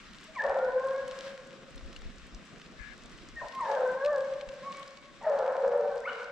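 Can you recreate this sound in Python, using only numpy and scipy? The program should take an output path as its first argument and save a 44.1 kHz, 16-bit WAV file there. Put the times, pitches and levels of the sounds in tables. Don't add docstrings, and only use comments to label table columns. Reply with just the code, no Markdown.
import sys
import numpy as np
from scipy import signal
from scipy.fft import rfft, irfft, next_fast_len
from scipy.io import wavfile

SR = 44100
rng = np.random.default_rng(int(sys.argv[2]) if len(sys.argv) > 2 else 0)


def wav_record(signal):
    frames = np.transpose(np.atleast_2d(signal))
    bounded = np.clip(frames, -1, 1)
    quanta = np.round(bounded * 32767).astype(np.int16)
    wavfile.write(sys.argv[1], SR, quanta)


N = 278271

# frequency in Hz, relative density in dB per Hz.
DRONE_SPECTRUM = [(53, -33), (90, -17), (118, -3), (254, 5), (340, -6.5), (532, -2.5), (674, -8),
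                  (715, -24), (873, -29), (1500, -27.5), (1950, -35.5), (3300, -120)]
# time in seconds, level in dB.
DRONE_LEVEL = [(0, -58), (2.0, -56), (3.2, -54.5), (4.2, -58), (5.5, -59), (6.31, -61)]
# time in seconds, level in dB.
WIND_LEVEL = [(0, -67), (.8, -65.5), (1.1, -64.5), (1.65, -68.5), (1.85, -49), (2.2, -59), (2.62, -65),
              (2.9, -57), (3.1, -59.5), (3.4, -56.5), (3.6, -71), (4.3, -65.5), (5.2, -70), (6.31, -68)]
# time in seconds, level in dB.
GUST_PEAKS = [(.5, -53), (1.05, -54), (1.79, -49), (2.059, -37.5), (2.354, -40.5), (2.809, -45),
              (3.44, -51), (4.48, -54), (5.661, -59)]
GUST_RISE_DB_PER_S, GUST_FALL_DB_PER_S, WIND_SWING_DB = 402, 263.5, 2
# frequency in Hz, relative density in dB per Hz.
HISS_SPECTRUM = [(700, -21.5), (1000, 3), (1600, 1.5), (2500, -3.5), (4000, -6.5), (6300, -14.5),
                 (8000, -11), (11000, -29.5), (15000, -21)]
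# time in seconds, level in dB.
HISS_LEVEL = [(0, -56.5), (.8, -60), (1.1, -56), (1.25, -52), (1.42, -59), (2.6, -59.5), (3.45, -58),
              (3.74, -53), (4.0, -58), (4.6, -59), (4.79, -54.5), (5.0, -60.5), (5.3, -60.5), (6.05, -61),
              (6.19, -57.5), (6.31, -63)]
# frequency in Hz, correlation (0 to 1).
LIKENESS = [(60, .2), (110, 0.092), (210, 0.8), (390, 0.92), (740, 0.39), (1390, 0.7), (2600, 0.45),
            (5000, 0.43), (10000, 0.13)]
RUSTLE_FROM_DB = -54.5
PATTER_PER_S, PATTER_DB = 45, -5
# time in seconds, peak in dB,
# left above right in dB.
BRIGHT_TICKS = [(0.24, -40, -2), (.872, -40, -2), (.935, -44, 0), (1.08, -35.5, -2), (1.7581, -44.5, 2.5),
                (2.2674, -45.5, -2.5), (2.454, -48, -1.5), (3.4861, -44, 1), (3.55, -39.5, -4),
                (3.609, -38, 0), (3.7835, -48.5, 0), (4.046, -45, 1), (4.181, -43, -.5),
                (4.5392, -47.5, -6), (4.7952, -45, -10), (4.8765, -50, -2), (5.777, -45, 2),
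                (5.957, -44.5, 1)]
# time in seconds, peak without crack in dB, pitch in Hz,
# left above right in dB.
LEAF_DROPS = [(0.132, -42, 2850, -6), (0.463, -42, 2660, 5), (0.5865, -43.5, 3770, 2),
              (0.884, -41.5, 2760, -7), (1.078, -40, 3142, -4), (1.1174, -41, 3550, -3),
              (1.47, -50, 7500, -8), (1.529, -46, 3070, 3), (1.631, -43, 1390, 0), (1.809, -44, 1300, 0),
              (2.018, -41, 1150, 4), (1.757, -46, 7000, 0), (1.7774, -40.5, 3377, 0),
              (1.928, -41, 3470, -3), (1.962, -33.5, 2650, 3), (2.346, -38.5, 5300, -1),
              (2.6145, -40, 3000, 0), (2.66, -43.5, 2670, -9), (3.485, -44, 2600, -2),
              (3.521, -39.5, 2890, -5), (3.549, -41, 2750, -2), (3.609, -50, 3540, -3),
              (3.714, -40, 3950, 11), (3.749, -40, 2550, 10), (4.047, -33, 2559, 1.5),
              (4.059, -33.5, 2600, 1.5), (4.18, -43, 2960, 0), (4.2057, -40.5, 3150, 1),
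              (4.3355, -43, 2740, 1), (4.41, -36, 2400, 4), (4.4878, -39.5, 2550, 8),
              (4.724, -36.5, 2750, 4), (4.8278, -43, 3085, 14), (4.877, -42, 4660, 2.5),
              (4.971, -47, 3075, -16), (5.388, -40, 4100, -2), (5.881, -46.5, 2550, 0),
              (5.977, -42, 4300, 0), (6.242, -42.5, 4100, -2)]
BRIGHT_TICK_T60_S, DROP_T60_S, DROP_RISE_S = .02, .021, .0013
CRACK_DB, CRACK_SPREAD_DB = -16.5, 5
# time in seconds, pitch in Hz, level in dB.
WHISTLE = [(3.14, 5200, -80), (3.17, 5180, -76), (3.3, 5150, -77), (3.36, 5130, -84)]
# time in seconds, level in dB.
FAR_YAP_LEVEL = [(2.77, -73), (2.8, -59), (2.9, -59.5), (2.94, -64)]
# resonance in Hz, width in Hz, gain in dB.
FAR_YAP_THROAT = [(1666, 240, 1), (2120, 180, -9), (2320, 340, -12)]
FAR_YAP_HZ, FAR_YAP_PAN_DB = 343, 29
FAR_YAP_BREATH = .7
# frequency in Hz, 60 dB decay in seconds.
WOOD_DECAY = [(500, 2.215), (1100, 2.07), (1800, 2.46), (2900, 0.95), (3500, 0.74)]
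WOOD_DB, WOOD_RISE_S = -3.5, .023
WOOD_SIDE_DB, WOOD_SIDE_DB_PER_OCTAVE = -11.5, 5
NEAR_TREES_DB, NEAR_TREES_S = 9, .1
# time in seconds, pitch in Hz, level in dB, overtones above level in dB, hoarseness above level in dB.
BAYS = [
    [(.415, 604, -48.5, -23, -4.5), (.45, 557, -27.5, -16.5, -9.5), (.5, 553.7, -28.5, -21, -4.5),
     (.545, 545.7, -30.5, -35.5, -6), (.6, 516.3, -35, -29, -6), (.66, 513.6, -28.5, -26.5, -17),
     (.7, 497.7, -40.5, -11, -27), (.765, 517.8, -27, -23.5, -24.5), (.815, 525, -42.5, -3.5, -29),
     (.865, 531.7, -28.5, -15.5, -29), (.94, 538.2, -48, 2.5, -10.5), (1.0, 547, -31.5, -21, -33),
     (1.035, 548, -33, -18.5, -42), (1.06, 548, -36, -38, -32), (1.12, 549, -43, -33, -37),
     (1.155, 549, -64, -10, -30), (1.21, 549, -51.5, -13, -33)],
    [(3.64, 566.6, -53.5, -10.5, 0), (3.705, 549, -32, -28.5, -6.5), (3.745, 553.7, -29.5, -19, -9.5),
     (3.79, 513, -35.5, -15.5, -3), (3.84, 504, -28, -19.5, -10.5), (3.9, 511.7, -35.5, -5.5, -11.5),
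     (3.96, 521, -38, -12, -11.5), (4.02, 544.6, -33, -6.5, -29), (4.06, 585, -26, -23.5, -32),
     (4.11, 594.4, -23, -10.5, -48), (4.14, 570, -28, -15, -16), (4.18, 531.1, -31.5, -17.5, -24),
     (4.25, 553.8, -41, -14, -17.5), (4.33, 532.6, -38.5, -29, -20)],
    [(5.245, 726, -57.5, -14.5, 0.5), (5.27, 646, -23, -26, -16), (5.31, 576.4, -25, -29.5, -12.5),
     (5.4, 524.7, -29.5, -32, -8.5), (5.45, 496, -34, -10.5, -6.5), (5.5, 514.8, -35.5, -12.5, -2.5),
     (5.58, 527, -29, -32, -12), (5.68, 548.7, -30, -26, -12.5), (5.78, 568, -28, -26, -14),
     (5.88, 585, -36.5, -25, -10.5), (5.93, 557, -51, -2, -6.5)],
    [(.49, 468.5, -54, 2, -23), (.52, 451, -46.5, 17.5, -9.5), (.55, 431.3, -55, 12.5, -13.5),
     (.6, 463, -45.5, 5.5, -23), (.67, 493, -45, -0.5, -9), (.7, 499, -47, 4, -4)],
    [(.35, 1244, -56, 3, -8.5), (.372, 1040, -35, -13, -24), (.388, 937, -42.5, 2, -15),
     (.405, 850, -43.5, 1.5, -6.5), (.415, 900, -43, -5.5, 0.5), (.43, 890, -38, 0, -8),
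     (.455, 883, -40, -10.5, -4)],
    [(4.63, 1038, -49, -6.5, -28), (4.655, 1106, -40, -19, -21), (4.685, 1125, -36, -19, -23),
     (4.71, 1075, -44.5, -19, -21), (4.76, 1135, -48, -10, -24), (4.83, 1087, -50, -13, -8)],
    [(5.63, 488.5, -29, -22, -19.5), (5.7, 483.6, -37, -24, -17.5), (5.78, 484.6, -31.5, -32, -18.5),
     (5.84, 443.6, -37, -24, -31), (5.97, 504.7, -44.5, -9, 0.5)],
]
# start, rise and
# fall in seconds, first and last pitch in Hz, glide time in seconds, level in dB, overtones and
# hoarseness above level in dB.
SHORT_CRIES = [(.275, 0.016, 0.066, 620, 648, 0.026, -51, -31, -27.5),
               (3.362, 0.014, 0.049, 1881, 1800, 0.039, -36.5, -55, -20.5),
               (3.392, 0.0061, 0.016, 1800, 904, 0.033, -45, -39, -15),
               (3.41, 0.0065, 0.057, 1098, 870, 0.018, -42, -30, -0.5),
               (3.419, 0.017, .07, 722, 644, .03, -43.5, -28, -8),
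               (3.533, 0.058, 0.0033, 1071, 1051, 0.052, -31, -22.5, -33.5),
               (3.596, 0.011, 0.068, 1260, 878, .018, -27, -17, -19),
               (3.649, 0.049, 0.053, 1040, 831, 0.03, -27.5, -25, -12.5),
               (4.119, 0.016, 0.095, 890, 787, .05, -43, -8, -19),
               (5.208, 0.041, 0.075, 1187, 878, 0.015, -40, -7.5, -2.5),
               (5.761, 0.082, 0.11, 690, 779, 0.057, -36.5, -25, -41),
               (5.9, 0.026, 0.2, 770, 779, 0.053, -50.5, -6, -19),
               (0.554, 0.01, 0.021, 620, 699, 0.019, -28, -24, -14)]
SHRILL_YELP = [(6.04, 920, -56, 0, -7), (6.058, 1127, -42, -2, -7.5), (6.078, 1461, -35.5, -3, -5),
               (6.092, 1509, -37.5, 3, -1.5), (6.115, 1492, -43, 1.5, -0.5), (6.135, 1474, -55, -14, 9),
               (6.2, 1470, -55.5, -16, 11), (6.3, 1484, -55, -16, 0)]
# resonance in Hz, width in Hz, gain in dB.
THROAT = [(442.7, 85, -2.5), (585, 153, 7.5), (826, 310, 0.5), (1350, 455, -8.5), (1756, 240, -12),
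          (2225, 410, -24)]
SHRILL_THROAT = [(1150, 540, 1), (1800, 230, -11), (2210, 440, -11), (2780, 660, -21), (3550, 500, -22)]
# frequency in Hz, gain in dB.
MOUTH_COLOUR = [(900, -18.5), (1050, 4.5), (1200, 0.5), (1400, 1), (1550, 6.5), (1750, 7.5), (1950, -5),
                (2300, 3), (2650, -24.5), (3000, -16), (5000, -47.5)]
# time in seconds, 3rd partial above 2nd in dB, 4th above 3rd in dB.
MOUTH_OPENING = [(.45, -11.5, -25), (.68, -1, -26), (.85, -11, -17), (.9, -16, -14), (.93, -12, -1),
                 (.97, 1, -13), (1.0, -1.5, -12), (1.04, -4, -26), (1.15, 7, -25.5), (3.7, 2, -21),
                 (3.87, -7.5, -23), (3.91, 1.5, -11), (3.96, -8.5, -17), (4.02, -6, -17),
                 (4.1, -19.5, -20.5), (4.17, -10.5, -22), (4.24, 4.5, -14), (4.7, -7, -20.5),
                 (5.3, -8, -18), (5.9, -10, -17)]
SHORT_THIRD_DB, SHRILL_THIRD_DB, FOURTH_DB = -20, -12, -22.5
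SHORT_ONSET_DB, SHORT_FADE_DB = -15, -14.5
SMEAR_DB, SMEAR_HZ = -3.5, 81.5
OVERTONE_SMEAR = .7
CLEAR_FLUTTER = .5
SLAP_SHARE, SLAP_SLIP, SLAP_SPREAD = .55, .12, .3
RASP_LUMPS_DB = 1.6
# frequency in Hz, left above right in dB, gain of both in dB.
PORTS = [(30, 0, 3.5), (94.5, -0.5, 1), (400, 0.5, 0), (654, 1.7, -2.5), (1390, 0, -2.5), (3000, 4.5, -0.5),
         (5400, 0, 0), (7930, 3.5, -2), (9570, -1, -12), (12900, -2, -20.5)]
CUTOFF_HZ = 14800


def from_db(db):
    return 10 ** (np.asarray(db) / 20)


def pan_gains(pan_db):
    return from_db(np.array([[pan_db], [-pan_db]]) / 2)


def band(x, low_hz, high_hz):
    return signal.sosfilt(signal.butter(2, [low_hz, high_hz], "band", fs=SR, output="sos"), x)


def rms_one(x):
    return x / np.sqrt(np.mean(x ** 2) + 1e-20)


def in_time(rows):
    s, *columns = np.transpose(rows)
    return [np.interp(np.arange(N) / SR, s, column) for column in columns]


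def gate(start, end):
    return np.interp(np.arange(N) / SR, [start - .006, start, end, end + .015], [0, 1, 1, 0])


def at_hz(points, hz):
    points_hz, values = np.transpose(points)
    return np.interp(np.log(hz), np.log(points_hz), values)


def drift(rate_hz):
    r = np.exp(-40 * np.pi * rate_hz / SR)
    coarse = rng.standard_normal(N // 20 + 2002)
    slow = signal.lfilter([1], [1, -2 * r, r * r], coarse)[2000:]
    return np.interp(np.arange(N) / 20, np.arange(len(slow)), rms_one(slow))


def resonance(x, hz, width_hz):
    r = np.exp(-np.pi * width_hz / SR)
    poles = [1, -2 * r * np.cos(2 * np.pi * hz / SR), r * r]
    return signal.lfilter([(1 - r * r) / 2, 0, (r * r - 1) / 2], poles, x)


def throat(x, modes):
    out = 0
    for k, (hz, width_hz, db) in enumerate(modes):
        once = resonance(x, hz, width_hz)
        out = out + (-1) ** k * from_db(db) * resonance(once, hz, width_hz)
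    return out


def banded_noise(spectrum, patchy_db):
    out, together = 0, drift(12)
    edges_hz = 64 * 2 ** np.arange(0, 8.1, .5)
    white = rng.standard_normal((2, 2, N))
    for k, (low_hz, high_hz) in enumerate(zip(edges_hz, edges_hz[1:])):
        hz = np.sqrt(low_hz * high_hz)
        if spectrum[0][0] < hz < spectrum[-1][0]:
            mid, side = band(white[k % 2], low_hz, high_hz)
            alike = np.clip(at_hz(LIKENESS, hz), 0, 1)
            flicker_db = patchy_db * (together + .89 * drift(8.5))
            stereo = np.sqrt(1 + alike) * mid + np.sqrt(1 - alike) * side * [[1], [-1]]
            out = out + from_db(at_hz(spectrum, hz) + flicker_db) * stereo
    return out


def far_drone():
    return from_db(in_time(DRONE_LEVEL)[0]) * rms_one(banded_noise(DRONE_SPECTRUM, patchy_db=2.0))


def wind_db():
    t = np.arange(N) / SR
    peaks_db = [db - np.maximum(GUST_RISE_DB_PER_S * (s - t), GUST_FALL_DB_PER_S * (t - s))
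                for s, db in GUST_PEAKS]
    wavering_db = in_time(WIND_LEVEL)[0] + WIND_SWING_DB * drift(4.4)
    return np.maximum(wavering_db, np.max(peaks_db, axis=0))


def gusts():
    white = rng.standard_normal((3, N))
    lumps = from_db(3.5 * np.array([drift(22), drift(20)]))
    pressure = (white[:2] + .083 * white[2]) * lumps
    return from_db(wind_db()) * rms_one(band(pressure, 21, 55.2))


def patter():
    born = rng.random(N) < PATTER_PER_S * from_db(4 * drift(3)) / SR
    sizes = born * from_db(5.3 * np.minimum(rng.exponential(1, N), 3)) * rng.choice([-1, 1], N)
    sides = sizes * from_db(rng.normal(0, 1, N) * [[1], [-1]])
    dealt = rng.integers(0, 8, N)
    out = 0
    for k, hz in enumerate(np.geomspace(1500, 10000, 8)):
        rung = resonance(sides * (dealt == k) + 1e-18, hz, .46 * hz)
        out = out + from_db(-7 * np.log2(hz / 2000)) * rung
    return rms_one(out)


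def breeze():
    hiss_db, = in_time(HISS_LEVEL)
    hiss = banded_noise(HISS_SPECTRUM, patchy_db=.84)
    hiss = hiss / np.std(band(hiss, 2500, 9000))
    hiss += band(hiss, 9430, 14000) * from_db(np.minimum(hiss_db - RUSTLE_FROM_DB, 12))
    return from_db(hiss_db) * (hiss + from_db(PATTER_DB) * patter())


def bright_ticks():
    out, t = np.zeros((2, N + 2000)), np.arange(2000) / SR
    for s, db, pan_db in BRIGHT_TICKS:
        burst = rng.standard_normal(len(t)) * from_db(-60 * t / BRIGHT_TICK_T60_S)
        tick = band(burst, 7500, 14000)
        at = round(s * SR)
        out[:, at:at + len(t)] += from_db(db) * pan_gains(pan_db) * tick / np.abs(tick).max()
    return out[:, :N]


def leaf_drops():
    out, t = np.zeros((2, N + 2000)), np.arange(2000) / SR
    envelope = from_db(-60 * t / DROP_T60_S) * (1 - np.exp(-t / DROP_RISE_S))
    for s, db, hz, pan_db in LEAF_DROPS:
        burst = rng.standard_normal(len(t)) * envelope
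        tick = resonance(burst, hz, .54 * hz)
        crack = band(np.diff(burst, prepend=0), 5800, 13500)
        crack_gain = from_db(CRACK_DB + CRACK_SPREAD_DB * rng.standard_normal())
        drop = tick / np.abs(tick).max() + crack_gain * crack / np.abs(crack).max()
        at = round(s * SR)
        out[:, at:at + len(t)] += from_db(db) * pan_gains(pan_db) * drop
    return out[:, :N]


def whistle():
    hz, db = in_time(WHISTLE)
    phase = 2 * np.pi * np.cumsum(hz * (1 + .0068 * drift(40))) / SR
    return gate(WHISTLE[0][0], WHISTLE[-1][0]) * np.sqrt(2) * from_db(db) * np.sin(phase)


def far_yap():
    cycles = np.cumsum(FAR_YAP_HZ * (1 + .015 * drift(25))) / SR
    pulses = rms_one(np.diff(np.floor(cycles), prepend=0))
    breath = rng.standard_normal(N)
    source = np.sqrt(1 - FAR_YAP_BREATH) * pulses + np.sqrt(FAR_YAP_BREATH) * breath
    level = gate(FAR_YAP_LEVEL[0][0], FAR_YAP_LEVEL[-1][0]) * from_db(in_time(FAR_YAP_LEVEL)[0])
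    return level * rms_one(throat(source, FAR_YAP_THROAT)) * pan_gains(FAR_YAP_PAN_DB)


def wood(x):
    t = np.arange(2 * SR) / SR
    edges_hz = 300 * 2 ** np.arange(0, 4.1, .5)
    white = rng.standard_normal((2, len(t)))
    tail = 0
    for low_hz, high_hz in zip(edges_hz, edges_hz[1:]):
        decay_db = -60 * t / at_hz(WOOD_DECAY, np.sqrt(low_hz * high_hz))
        width_db = WOOD_SIDE_DB_PER_OCTAVE * np.log2(low_hz / 500) * np.array([[0], [1]])
        tail = tail + band(white, low_hz, high_hz) * from_db(decay_db + width_db)
    tail *= from_db(1.32 * drift(22)[:len(t)])
    tail *= (1 - np.exp(-t / WOOD_RISE_S)) * from_db(NEAR_TREES_DB * np.exp(-t / NEAR_TREES_S))
    tail /= np.sqrt(np.sum(band(tail[0], 400, 800) ** 2) * SR / 800)
    mid, side = signal.fftconvolve(x[None], tail, axes=1)[:, :N]
    return from_db(WOOD_DB) * (mid + from_db(WOOD_SIDE_DB) * side * [[1], [-1]])


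def partials(cry, opening):
    s, hz, db, over_db, hoarse_db = np.transpose(cry)
    at_s, *steps_db = np.transpose(opening)
    third_step_db, fourth_step_db = (np.interp(s, at_s, step_db) for step_db in steps_db)
    second_db = db + over_db
    third_db = second_db + third_step_db
    return np.transpose([s, hz, db, second_db, third_db, third_db + fourth_step_db, db + hoarse_db])


def short_cry(start_s, rise_s, fall_s, from_hz, to_hz, glide_s, db, over_db, hoarse_db):
    t = np.sort(np.append(np.linspace(0, rise_s + fall_s, 12), rise_s))
    hz = to_hz + (from_hz - to_hz) * np.exp(-t / glide_s)
    level_db = db + np.interp(t, [0, rise_s, rise_s + fall_s], [SHORT_ONSET_DB, 0, SHORT_FADE_DB])
    cry = [(start_s + s, f, d, over_db, hoarse_db) for s, f, d in zip(t, hz, level_db)]
    return partials(cry, [(0, SHORT_THIRD_DB, FOURTH_DB)])


def hounds(cries, modes, low_hz, high_hz, jitter, strain, flutter_db, order):
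    tone, hoarse = np.zeros(N), np.zeros(N)
    wobble, smear, breath = drift(69.4), drift(SMEAR_HZ), rng.standard_normal(N)
    slip = SLAP_SLIP * drift(45)
    force = 1 + SLAP_SPREAD * rng.standard_normal(N)
    flutter = [flutter_db * depth * np.minimum(drift(30), .8) for depth in (1.8, 2.0, 2.6, 2.8)]
    for cry in cries:
        hz, *partials_db, hoarse_db = in_time(cry)
        rough = np.clip(from_db(hoarse_db - partials_db[0]), 0, 1)
        phase = 2 * np.pi * np.cumsum(hz * (1 + (jitter + strain * rough) * wobble)) / SR
        on = gate(cry[0][0], cry[-1][0])
        first_flutter = CLEAR_FLUTTER + (1 - CLEAR_FLUTTER) * np.sqrt(rough)
        level_db = partials_db[0] + first_flutter * flutter[0]
        tone += on * np.sqrt(2) * from_db(level_db) * np.sin(phase)
        uneven = 1 + OVERTONE_SMEAR * np.sqrt(rough) * smear
        for k in range(1, 4):
            level_db = partials_db[k] + flutter[k] + at_hz(MOUTH_COLOUR, (k + 1) * hz)
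            tone += on * np.sqrt(2) * from_db(level_db) * uneven * np.sin((k + 1) * phase)
        tone += on * from_db(hoarse_db + SMEAR_DB) * smear * np.cos(phase)
        slaps = np.diff(np.floor(phase / (2 * np.pi * order) + slip), prepend=0) > 0
        slap_gain = np.sqrt(SLAP_SHARE * order * SR / hz)
        rasp = slap_gain * slaps * force + np.sqrt(1 - SLAP_SHARE) * breath
        hoarse += on * from_db(hoarse_db) * rasp
    scale = np.std(band(throat(breath, modes), low_hz, high_hz))
    lumpy = hoarse * from_db(RASP_LUMPS_DB * drift(23))
    voices = tone + throat(lumpy, modes) / scale
    return signal.sosfilt(signal.butter(6, 385, "high", fs=SR, output="sos"), voices)


def scene():
    cries = [partials(bay, MOUTH_OPENING) for bay in BAYS] + [short_cry(*row) for row in SHORT_CRIES]
    shrill = partials(SHRILL_YELP, [(0, SHRILL_THIRD_DB, FOURTH_DB)])
    voices = hounds(cries, THROAT, 680, 920, jitter=.004, strain=.025, flutter_db=2.2, order=3)
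    voices += hounds([shrill], SHRILL_THROAT, 900, 3200, jitter=.008, strain=.025, flutter_db=2.5, order=2)
    far = far_drone() + whistle() + far_yap()
    near = gusts() + breeze() + bright_ticks() + leaf_drops()
    return far + near + wood(voices) + voices


def record(dry):
    size = next_fast_len(N + 4096)
    log_hz = np.log(np.maximum(np.arange(size // 2 + 1) * SR / size, 1))
    at, pan_db, gain_db = np.transpose(PORTS)
    side_db = np.interp(log_hz, np.log(at), pan_db) / 2 * np.array([[1], [-1]])
    ports = from_db(side_db + np.interp(log_hz, np.log(at), gain_db))
    out = irfft(rfft(dry, size) * ports, size)[:, :N]
    out[0, 1:] = out[0, :-1].copy()
    return signal.sosfilt(signal.cheby2(12, 70, CUTOFF_HZ, fs=SR, output="sos"), out)


dry = scene()
out = record(dry)
wav_record(out)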